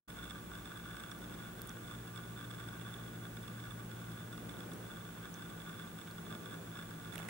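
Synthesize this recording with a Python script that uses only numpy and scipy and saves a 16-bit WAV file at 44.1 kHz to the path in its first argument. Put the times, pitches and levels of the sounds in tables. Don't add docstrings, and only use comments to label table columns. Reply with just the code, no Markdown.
import sys
import numpy as np
from scipy import signal
from scipy.fft import rfft, irfft
from scipy.io import wavfile
from scipy.ndimage import uniform_filter1d

SR = 44100
rng = np.random.default_rng(int(sys.argv[2]) if len(sys.argv) > 2 else 0)


def output_pcm(signal):
    pcm = np.clip(np.atleast_2d(signal).T, -1, 1) * 32767
    wavfile.write(sys.argv[1], SR, np.round(pcm).astype(np.int16))


N = 321489
TIME = np.arange(N) / SR
FREQ = np.maximum(np.arange(N // 2 + 1) * SR / N, 1)

# frequency in Hz, correlation between the microphones.
STEREO_LIKENESS = [(30, 0.21), (130, 0.84), (290, 0.69), (640, 0.35), (1400, 0.052), (3000, 0.043),
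                   (8000, 0.058)]
# harmonic number, base level in dB when in step, drift in dB per second.
FAST_HARMONICS = [(1, -67, -2.1), (2, -60, 0.6), (3, -56.5, 0.45), (4, -67, 0.4), (5, -64.5, -0.4),
                  (6, -74, 0)]
SLOW_HARMONICS = [(1, -69, -1.1), (2, -64.5, -0.21), (3, -62, 0.81), (4, -64, 0.24), (6, -71.5, 0.15)]
# harmonic number, start in seconds, length in seconds, gain in dB.
FAST_SWELLS = [(2, 1.57, 3.16, 7.5), (2, 5.33, 0.85, -5)]
SLOW_SWELLS = [(4, 3.32, 1.0, 5.5)]
# pitch in Hz, level in dB.
MAINS_TONES = [(96.2, -72.5), (100, -65.5), (192.3, -78)]
# frequency in Hz, relative level in dB.
AIR_COLOUR = [(20, -19), (45, -3), (75, -6), (105, -4.5), (150, -0.5), (200, 2), (260, -6), (340, -2.5),
              (550, -9.5), (900, -12.5), (2000, -18), (3500, -22), (6000, -39)]
HISS_COLOUR = [(1000, 1.5), (4800, -4), (6500, 0), (9500, 0.5), (12500, -4), (15500, -9.5)]
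# start in seconds, length in seconds, drive in dB.
FOCUS_HUNTS = [(0.144, .24, -59), (0.505, 0.21, -58.5), (0.762, 0.37, -58), (1.2, .37, -62),
               (1.634, .08, -60.5), (1.818, .26, -61.5), (2.134, .08, -59.5), (2.367, 0.11, -59.5),
               (2.507, .27, -59), (2.847, 0.25, -62), (3.355, .15, -63), (3.586, .17, -62.5),
               (4.066, 0.12, -60), (4.277, .12, -65), (4.473, 0.17, -62.5), (5.22, .05, -57.5),
               (5.4, .22, -63), (5.656, 0.22, -60), (6.255, .11, -57.5), (6.408, .16, -61),
               (6.67, 0.26, -61.5), (6.99, 0.34, -61.5)]
# time in seconds, drive in dB.
HARD_JERKS = [(0.102, -46), (0.2414, -45), (0.254, -45), (0.299, -42.5), (0.656, -46), (0.9992, -43),
              (1.0365, -42), (1.9124, -46), (2.16, -45), (2.4456, -48), (2.6005, -45), (2.6764, -47),
              (2.8125, -46), (2.94, -42.5), (3.369, -44.5), (3.4799, -42.5), (3.914, -47.5), (4.3282, -44),
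              (4.377, -44), (4.4933, -44), (4.6045, -43.5), (4.717, -47), (5.7957, -46), (5.9864, -46),
              (6.0134, -45), (6.1814, -46), (6.35, -42.5), (6.4575, -44), (6.7707, -43.5), (6.8243, -47)]
# pitch in Hz, width in Hz, left gain in dB, right gain in dB.
LENS_MODES = [(1163.5, 80.5, -6, 2), (1457, 43, -0.5, -1.5), (1520, 101.5, 2.5, -4), (1656, 41, -2, -7.5),
              (2176, 160, -26, -11), (2730, 72, -14.5, -12), (3433, 124, -16.5, -3.5), (3503, 80, -18, -2)]
LENS_TOP_MODES = [(5290, 330, -22, -14.5), (8030, 280, -35, -12), (8200, 3600, -33, -22)]
# start in seconds, level in dB, low ring in Hz, high ring
# in Hz, high ring over low in dB, seconds to die by 60 dB, left over right in dB.
MOUTH_CLICKS = [(0.575, -43, 9000, 13000, 2, .008, -3), (1.114, -42, 5600, 6560, -16, 0.014, -4),
                (1.1877, -41, 9500, 12000, 6, .006, -3), (1.5335, -43, 11500, 13500, 0, .004, -3),
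                (1.6179, -23.5, 4770, 13200, 12, 0.0026, -7), (1.672, -42, 9000, 10900, 0, .004, -4),
                (1.6735, -33, 9700, 12500, -5, 0.0036, -8), (1.6914, -44, 5800, 10000, -3, .004, -13),
                (1.6934, -33, 5960, 7800, 2, 0.0061, -5), (4.734, -45, 5850, 8900, 2, 0.021, -4),
                (5.34, -46.5, 6200, 7240, -10, 0.023, -9), (6.073, -41, 2280, 2970, 2, 0.011, -5),
                (6.111, -44, 4300, 9000, -3, 0.011, -3), (7.135, -44, 6500, 9580, -2, .008, -9),
                (7.157, -31.5, 2000, 9500, -1, 0.006, -15), (7.1803, -30, 2760, 12200, -4, 0.0047, -15),
                (7.287, -34, 2000, 10500, -12, 0.017, -3)]
# start in seconds, length in seconds, level in dB.
BODY_SHIFTS = [(1.18, 0.14, -54.5), (1.72, 0.29, -60), (2.95, .65, -61), (4.36, 0.57, -55),
               (6.24, 0.41, -53), (7.05, .4, -57)]
# frequency in Hz, relative level in dB.
FUR_COLOUR = [(80, -26), (180, -4.5), (400, -4.5), (600, -11.5), (1000, -18.5), (2500, -31), (8000, -37)]
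TONGUE_COLOUR = [(500, -0.5), (1200, -1), (2200, -3.5), (4500, -18.5), (9000, -12.5), (15000, -22)]


def undb(db):
    return 10 ** (np.asarray(db) / 20)


def over_pitch(points):
    hz, value = np.transpose(points)
    return np.interp(np.log(FREQ), np.log(hz), value)


def unit(x):
    return x / np.sqrt(np.mean(x ** 2))


def pan(db):
    return undb(np.array([[db], [-db]]) / 2)


def wander(rate_hz):
    window = int(SR / rate_hz)
    smoothed = uniform_filter1d(rng.standard_normal(N), window, mode="wrap")
    return unit(uniform_filter1d(smoothed, window, mode="wrap"))


def swell(start_s, length_s, fade_s):
    inside_s = np.minimum(TIME - start_s, start_s + length_s - TIME)
    return np.clip(.5 + inside_s / fade_s, 0, 1)


def bouts(table, fade_s, rest_db):
    rest = undb(rest_db)
    return rest + sum((undb(db) - rest) * swell(start, length, fade_s) for start, length, db in table)


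def diffuse(colour):
    mid, side = rfft(rng.standard_normal((2, N)))
    alike = over_pitch(STEREO_LIKENESS)
    pair = mid * np.sqrt(1 + alike) + np.array([[1], [-1]]) * side * np.sqrt(1 - alike)
    return unit(irfft(pair * undb(over_pitch(colour)), N))


def rotor(hz, harmonics, swells, waver_db, in_step_s=3.033, fade_s=.89):
    turns = np.cumsum(hz) / SR
    turns -= np.interp(in_step_s, TIME, turns)
    hum = 0
    for k, db, drift in harmonics:
        swell_db = sum(gain_db * swell(start, length, fade_s)
                       for number, start, length, gain_db in swells if number == k)
        level_db = db + drift * (TIME - in_step_s) + swell_db + waver_db * wander(2.3)
        hum += np.sqrt(2) * undb(level_db) * np.cos(2 * np.pi * k * turns + k ** 2)
    return hum


def ventilation():
    fast_hz = 58.7 - .18 * TIME - .018 * TIME ** 2
    beat_hz = 2.92 - .04 * TIME
    fast = rotor(fast_hz, FAST_HARMONICS, FAST_SWELLS, waver_db=.47)
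    slow = rotor(fast_hz - beat_hz, SLOW_HARMONICS, SLOW_SWELLS, waver_db=.8)
    mains = sum(np.sqrt(2) * undb(db) * np.sin(2 * np.pi * (hz * TIME + rng.random()))
                for hz, db in MAINS_TONES)
    air = diffuse(AIR_COLOUR) * undb(-53.5 + .5 * wander(5.1))
    return (fast + slow + mains + air) * pan(db=.76)


def electronics(whine_hz=15658, left_db=-61.5, right_db=-56.5, offset_rad=2.67):
    phase = 2 * np.pi * whine_hz * TIME
    whine = np.array([undb(left_db) * np.sin(phase), undb(right_db) * np.sin(phase + offset_rad)])
    return np.sqrt(2) * whine + diffuse(HISS_COLOUR) * undb(-60.5)


def motor_steps(per_s=105, scatter_db=4, count=4000):
    gaps = (.5 + rng.random(count)) * SR / per_s
    sizes = undb(scatter_db * rng.standard_normal(count))
    at = np.cumsum(gaps).astype(int)
    return unit(np.bincount(at[at < N], sizes[at < N], N))


def light_jerks(per_s=13, over_bout_db=12.5, scatter_db=2.06, count=200):
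    timing, strength = rng.random((count, 2)).T
    times = (np.arange(count) + timing) / per_s
    over_db = over_bout_db + scatter_db * np.sqrt(12) * (strength - .5)
    return [(at_s, bout_db + db) for start, length, bout_db in FOCUS_HUNTS
            for at_s, db in zip(times, over_db) if start < at_s < min(start + length, TIME[-1])]


def camera_body(force, modes, lag_s=.00007):
    response = 0
    for hz, width_hz, left_db, right_db in modes:
        detuning = (FREQ / hz - hz / FREQ) * hz / (np.pi / 2 * width_hz)
        response += undb([[left_db], [right_db]]) / (1 + 1j * detuning) ** 2
    lag = np.exp(-2j * np.pi * FREQ * lag_s * np.array([[0], [1]]))
    return irfft(rfft(force) * response * lag, N)


def focus_motor(scrape_s=.0038):
    activity = bouts(FOCUS_HUNTS, fade_s=.02, rest_db=-64) * undb(2.1 * wander(41))
    stepping = activity * undb(19.5) * motor_steps()
    friction = activity * undb(17.5 + 2.9 * wander(134)) * rng.standard_normal(N)
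    idling = undb(-44.5) * rng.standard_normal(N)
    grit = rng.standard_normal(N)
    knocks, scrape_envelope = np.zeros((2, N))
    for at_s, db in HARD_JERKS + light_jerks():
        knocks[int(at_s * SR)] = undb(db)
        bump = undb(db) / np.cosh(np.clip((TIME - at_s) / scrape_s, -20, 20)) ** 2
        scrape_envelope = np.maximum(scrape_envelope, bump)
    scrapes = scrape_envelope * grit
    low_force = stepping + undb(1.5) * friction + idling + undb(34.5) * knocks + undb(7) * scrapes
    mid_force = stepping + friction + undb(37.5) * knocks + undb(12) * scrapes
    top_force = undb(-3.5) * stepping + undb(32) * knocks + undb(14.5) * scrapes
    return (camera_body(low_force, LENS_MODES[:4]) + camera_body(mid_force, LENS_MODES[4:])
            + camera_body(top_force, LENS_TOP_MODES))


def mouth(wet=.58, spread=.43, attack_s=.00032, narrowing_s=.012):
    age = np.arange(4096) / SR
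    track = np.zeros((2, N + len(age)))
    for start_s, db, low_hz, high_hz, high_db, t60, pan_db in MOUTH_CLICKS:
        spray_q = (1 + t60 / narrowing_s) / (np.pi / 2 * spread)
        rings = 0
        for hz, gain in ((low_hz, 1), (high_hz, undb(high_db))):
            spray = signal.lfilter(*signal.iirpeak(hz, spray_q, fs=SR), rng.standard_normal(len(age)))
            rings += gain * (np.sin(2 * np.pi * hz * age) + wet * unit(spray))
        envelope = (1 - np.exp(-age / attack_s)) * undb(-60 * age / t60)
        click = rings / (1 + undb(high_db)) * envelope
        start = int(start_s * SR)
        track[:, start:start + len(age)] += click * undb(db) * pan(pan_db)
    return track[:, :N]


def fur():
    return diffuse(FUR_COLOUR) * bouts(BODY_SHIFTS, fade_s=.17, rest_db=-68.5) * undb(wander(30))


def collar_bell(start_s=5.341, hz=6190, level_db=-69, t60_s=.4):
    age = np.maximum(TIME - start_s, 0)
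    return np.sin(2 * np.pi * hz * age) * undb(level_db - 60 * age / t60_s) * pan(db=-8)


def tongue(start_s=7.13, lick_s=.062, trail_s=.15, fade_s=.018):
    lick = undb(-52.5) * swell(start_s, lick_s, fade_s)
    trail = undb(-56.5) * swell(start_s + lick_s, trail_s, fade_s)
    rasp = diffuse(TONGUE_COLOUR) * undb(3.9 * wander(320))
    return rasp * (lick + trail) * pan(db=-7.5)


def scene():
    room = ventilation()
    cat = fur() + tongue() + mouth() + collar_bell()
    camera = focus_motor() + electronics()
    return room + cat + camera


def record(dry, open_s=.076, fade_s=.008, top_hz=15900):
    fade_in = np.clip((TIME - open_s) / fade_s, .003, 1)
    low_pass = signal.ellip(10, .1, 70, top_hz, fs=SR, output="sos")
    return signal.sosfilt(low_pass, dry * fade_in)


dry = scene()
out = record(dry)
output_pcm(out)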